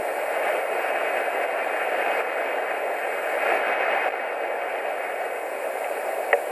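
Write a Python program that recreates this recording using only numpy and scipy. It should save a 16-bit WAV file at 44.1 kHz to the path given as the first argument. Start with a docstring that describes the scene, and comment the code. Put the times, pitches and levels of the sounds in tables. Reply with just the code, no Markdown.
"""High in a conifer, a small microphone sits beside a stick nest in the wind.
The forest roars and near needles rush in gusts, both as shaped noise; tiny damped ticks add a patter.
The microphone hisses. The level drops now and then and creeps back at a steady rate.
Late on, a thin twig of the nest ticks faintly, then a dry stick knocks close by: both are ringing modes."""
import sys
import numpy as np
from scipy import signal
from scipy.fft import rfft, irfft
from scipy.io import wavfile
from scipy.ndimage import uniform_filter1d

SR = 44100
rng = np.random.default_rng(int(sys.argv[2]) if len(sys.argv) > 2 else 0)


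def waveform_to_disk(signal):
    """Save audio, clipped to [-1, 1], as 16-bit WAV at the path in sys.argv[1]."""
    frames = np.transpose(np.atleast_2d(signal))
    scaled = np.clip(frames, -1, 1) * 32767
    samples = np.round(scaled).astype(np.int16)
    wavfile.write(sys.argv[1], SR, samples)


N = 287074

# Wind strength: swells up to one big gust, then dies away.
# Each row: time in seconds, strength in dB relative to full wind.
WIND_STRENGTH = [(0.0, -16.5), (0.17, -14.2), (0.3, -13), (0.47, -9), (0.65, -11), (1.03, -6.5), (1.3, -8),
                 (1.84, -7), (2.41, -4), (2.72, -7.5), (2.98, -10.5), (3.35, -9.5), (3.47, -5), (3.84, 0.5),
                 (4.09, -2), (4.56, -6.5), (4.79, -7), (5.25, -11.5), (5.43, -16), (6.5, -18.5)]
# Tone of the far forest, the near needles and the microphone's hiss.
# Each row: frequency in Hz, relative density in dB per Hz.
ROAR_SPECTRUM = [(25, -61), (90, -62), (150, -42.5), (230, -29), (330, -14), (450, -2), (625, 2.5),
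                 (750, -0.5), (860, -9), (1000, -14.5), (1400, -22.5), (3000, -71)]
RUSH_SPECTRUM = [(60, -76), (170, -27), (300, -9.5), (560, 5), (770, 7), (920, -2.5), (1170, -4.5),
                 (1400, -0.2), (1700, 1), (2200, 0.1), (2600, -4), (2900, -13), (3500, -27.5), (4700, -31),
                 (6300, -42), (14000, -46)]
HISS_SPECTRUM = [(100, -30), (3000, -8), (4500, -4.5), (5400, -8), (6300, -15), (7100, -2), (8300, 1),
                 (10200, 2.5), (13300, 0), (14200, -7)]
# Stereo balance. Each row: frequency in Hz, left over right in dB.
STEREO_BALANCE = [(1130, 0), (1240, -1), (1530, 2.3), (1770, 4.1), (2100, 0), (2450, -4), (3200, -2.3),
                  (3600, 0.1), (8500, -.8), (11000, 0.4)]
# Stereo phase. Each row: frequency in Hz, lead of the left channel in radians.
LEFT_LEAD = [(1150, 0), (1350, -0.31), (1620, -0.058), (1950, 0.85), (2200, 0.27), (2600, 0.46),
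             (3300, -0.18), (3800, -0.14)]
# Likeness of the two noise channels. Each row: frequency in Hz, correlation from 0 to 1.
CHANNEL_LIKENESS = [(1100, 1), (2600, .995), (4500, .93), (6500, .82), (9000, .88), (14000, .92)]
# Ringing modes of the stick and its perch.
# Each row: frequency in Hz, level in dB before the contact's tilt, time to decay by 60 dB in seconds.
STICK_MODES = [(488, -12.3, .13), (573, -7.8, .093), (730, -12.3, .145), (785, -16.5, .06),
               (950, -17.8, .047), (1453, -3.8, .008), (1768, -11.4, .04), (1910, 0.2, .018),
               (2078, -11.8, .029), (2488, -24.4, .031), (2657, -13.2, .023)]
# Contacts of the stick. Each row: start in seconds, level in dB, brightness in dB per octave.
STICK_CONTACTS = [(6.32819, -14.4, 2.8), (6.32962, -2.7, .2), (6.33127, -15, 11.5), (6.3357, -25, 11),
                  (6.33856, -30, -16)]
# Ringing modes of the thin twig.
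# Each row: frequency in Hz, relative level in dB, time to decay by 60 dB in seconds.
TWIG_MODES = [(2110, -1.5, .02), (2630, 0, .012)]
# Clicks of the twig. Each row: start in seconds, level in dB.
TWIG_CLICKS = [(5.8432, -19.8), (6.3025, -30), (6.3085, -27.5), (6.3165, -27)]
# Abrupt drops of the level. Each row: start in seconds, depth in dB, fall time in seconds.
LEVEL_DROPS = [(0.585, 3, .06), (0.911, 3, 0.014), (1.203, 1.77, 0.033), (1.446, 3.5, 0.015),
               (1.848, .95, .017), (2.203, 6, 0.025), (2.579, 1, 0.03), (3.278, 1.52, 0.24),
               (3.558, 5.5, 0.059), (3.735, 3, 0.0081), (4.088, 5, 0.01)]
# Two brief gaps in the wind. Each row: centre in seconds, depth in dB.
WIND_GAPS = [(4.097, 15), (4.117, 17)]

ROAR_DB, RUSH_DB = -25.5, -17  # at full wind, before any drop
HISS_DB = -47  # before any drop
ROAR_FOLLOWS = 0.22  # share of each swell, in dB, that reaches the far roar
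ROAR_DROP_SHARE = 0.55  # the low roar drops less than the rest
RECOVER_DB_PER_S = 6.5
GAP_HALF_WIDTH_S = 0.002  # where the dip in dB has shrunk to 1/e
EDGE_HZ = 14200  # top of the band


def gain_of(db):
    """Turns decibels into amplitude."""
    return 10 ** (np.asarray(db) / 20)


def evened(x):
    """Scales to rms 1."""
    return x / np.sqrt(np.mean(x ** 2) + 1e-20)


def read(points, hz):
    """Joins (Hz, value) points along a log-frequency axis."""
    f, value = np.transpose(points)
    return np.interp(np.log(hz + 1), np.log(f + 1), value)


def add(mix, s, sound):
    """Mixes a sound in at time s."""
    part = mix[round(s * SR):][:len(sound)]
    part += sound[:len(part)]


def ringing(modes, t, bright_db=0.0):
    """Sums decaying sines; bright_db tilts their levels per octave around 1500 Hz."""
    ring = np.zeros(len(t))
    for hz, db, t60 in modes:
        level_db = db + bright_db * np.log2(hz / 1500) - 60 * t / t60
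        ring += gain_of(level_db) * np.sin(2 * np.pi * hz * t)
    return ring


def soft_onset(t, attack_s):
    """Rounds off the start of a contact, which presses in over a finite time."""
    return 1 - np.exp(-(t / attack_s) ** 2)


def airy(spectrum, patchy_db, flutter_db, patch_s, patch_hz, size=1024):
    """Two-channel shaped noise: patches of the spectrum swell and the whole band flutters."""
    hop, hz = size // 4, np.fft.rfftfreq(size, 1 / SR)
    frames = (N + 2 * size) // hop
    a, b, c, d, eddies = rng.standard_normal((5, frames, len(hz)))

    # smooth the random levels over time, and the patches over frequency too
    span = max(1, round(patch_s * SR / hop))
    bins = max(1, round(patch_hz * size / SR))
    patches = uniform_filter1d(eddies, span, axis=0)
    patches = evened(uniform_filter1d(patches, bins, axis=1))
    flutter = evened(uniform_filter1d(rng.standard_normal(frames), span))[:, None]

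    # the right channel shares part of the left and fills up with its own noise
    same = np.clip(read(CHANNEL_LIKENESS, hz), -1, 1)
    left, own = a + 1j * b, c + 1j * d
    right = same * left + np.sqrt(1 - same ** 2) * own
    level_db = read(spectrum, hz) + patchy_db * patches + flutter_db * flutter
    z = np.array([left, right]) * gain_of(level_db)
    noise = signal.istft(z.swapaxes(1, 2), nperseg=size, noverlap=size - hop)[1]
    return evened(noise[:, :N])


def dropping():
    """Level in dB that falls quickly at each drop and climbs steadily until back at full."""
    t = np.arange(N) / SR
    climb_db = RECOVER_DB_PER_S * t
    for s, depth_db, fall_s in LEVEL_DROPS:
        climb_db -= depth_db * np.clip((t - s) / fall_s, 0, 1)
    # the running maximum stands for full level
    return climb_db - np.maximum.accumulate(climb_db)


def stutter():
    """Gain that dips for a few milliseconds at each gap."""
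    t = np.arange(N) / SR
    dip_db = np.zeros(N)
    for s, depth_db in WIND_GAPS:
        dip_db += depth_db * np.exp(-((t - s) / GAP_HALF_WIDTH_S) ** 2)
    return gain_of(-dip_db)


def hiss():
    """The microphone's own hiss: noise with gently wandering tone, untouched by the wind."""
    return gain_of(HISS_DB) * airy(HISS_SPECTRUM, patchy_db=1.5, flutter_db=0.0, patch_s=.04, patch_hz=700)


def forest_roar():
    """Eddies in the far forest lift patches of a low noise and shake its whole band."""
    return airy(ROAR_SPECTRUM, patchy_db=1.17, flutter_db=0.76, patch_s=.04, patch_hz=200)


def twig_patter(per_s, spread_db, ring_s, count=24):
    """Needles and twigs tap each other: tiny damped ticks of many pitches and sizes."""
    t, out = np.arange(SR // 50) / SR, np.zeros(N)
    for hz in np.geomspace(1300, 2600, count):
        struck = rng.random(N) < per_s / count / SR
        size_db = spread_db * np.minimum(rng.exponential(1, N), 3)
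        tap = t / ring_s * np.exp(-t / ring_s) * np.sin(2 * np.pi * hz * t)
        out += signal.oaconvolve(struck * gain_of(size_db), tap)[:N]
    return evened(out)


def near_rush():
    """Air rushing through near needles makes a brighter noise, with a patter of taps in it."""
    needles = airy(RUSH_SPECTRUM, patchy_db=1.0, flutter_db=0.5, patch_s=.04, patch_hz=500)
    return needles + gain_of(-15.5) * twig_patter(per_s=150, spread_db=3.5, ring_s=0.00058)


def wind(drop_db):
    """One wind strength drives the roar of the forest and the rush and patter of near branches."""
    strength_db = np.interp(np.arange(N) / SR, *np.transpose(WIND_STRENGTH))
    roar_db = ROAR_DB + ROAR_FOLLOWS * strength_db + ROAR_DROP_SHARE * drop_db
    rush_db = RUSH_DB + strength_db + drop_db
    return gain_of(roar_db) * forest_roar() + gain_of(rush_db) * near_rush()


def twig_tick():
    """A thin twig clicks and rings very briefly; three much fainter clicks lead into the knock."""
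    t, out = np.arange(SR // 20) / SR, np.zeros(N)
    click = soft_onset(t, attack_s=0.00062) * ringing(TWIG_MODES, t)
    for s, click_db in TWIG_CLICKS:
        add(out, s, gain_of(click_db) * click)
    # low-pass: the clicks stay dull
    return signal.sosfilt(signal.butter(5, 3000, fs=SR, output="sos"), out)


def stick_knock():
    """A stick slips, strikes and settles; each contact tilts the ringing modes brighter or duller."""
    t, out = np.arange(SR // 4) / SR, np.zeros(N)
    onset = soft_onset(t, attack_s=0.00067)
    for s, blow_db, bright_db in STICK_CONTACTS:
        add(out, s, gain_of(blow_db) * onset * ringing(STICK_MODES, t, bright_db))
    # thin wood radiates no bass; the top of the knock is softened too
    return signal.sosfilt(signal.butter(5, [410, 3400], "bandpass", fs=SR, output="sos"), out)


def scene():
    """Open air, no room: hiss, wind, twig and stick, dropping in level at the same moments."""
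    drop_db = dropping()
    hiss_and_wood = hiss() + twig_tick() + stick_knock()
    return gain_of(drop_db) * hiss_and_wood + stutter() * wind(drop_db)


def record(dry):
    """The two channels colour and time the upper middle differently; then the band is limited."""
    hz = np.fft.rfftfreq(N, 1 / SR)
    # half of each difference goes to the left, the inverse to the right
    half = gain_of(read(STEREO_BALANCE, hz) / 2) * np.exp(.5j * read(LEFT_LEAD, hz))
    coloured = irfft(rfft(dry) * np.array([half, 1 / half]), N)
    band_limit = signal.firwin(511, EDGE_HZ, window=("kaiser", 9), fs=SR)
    return signal.oaconvolve(coloured, band_limit[None], "same")


dry = scene()
out = record(dry)
waveform_to_disk(out)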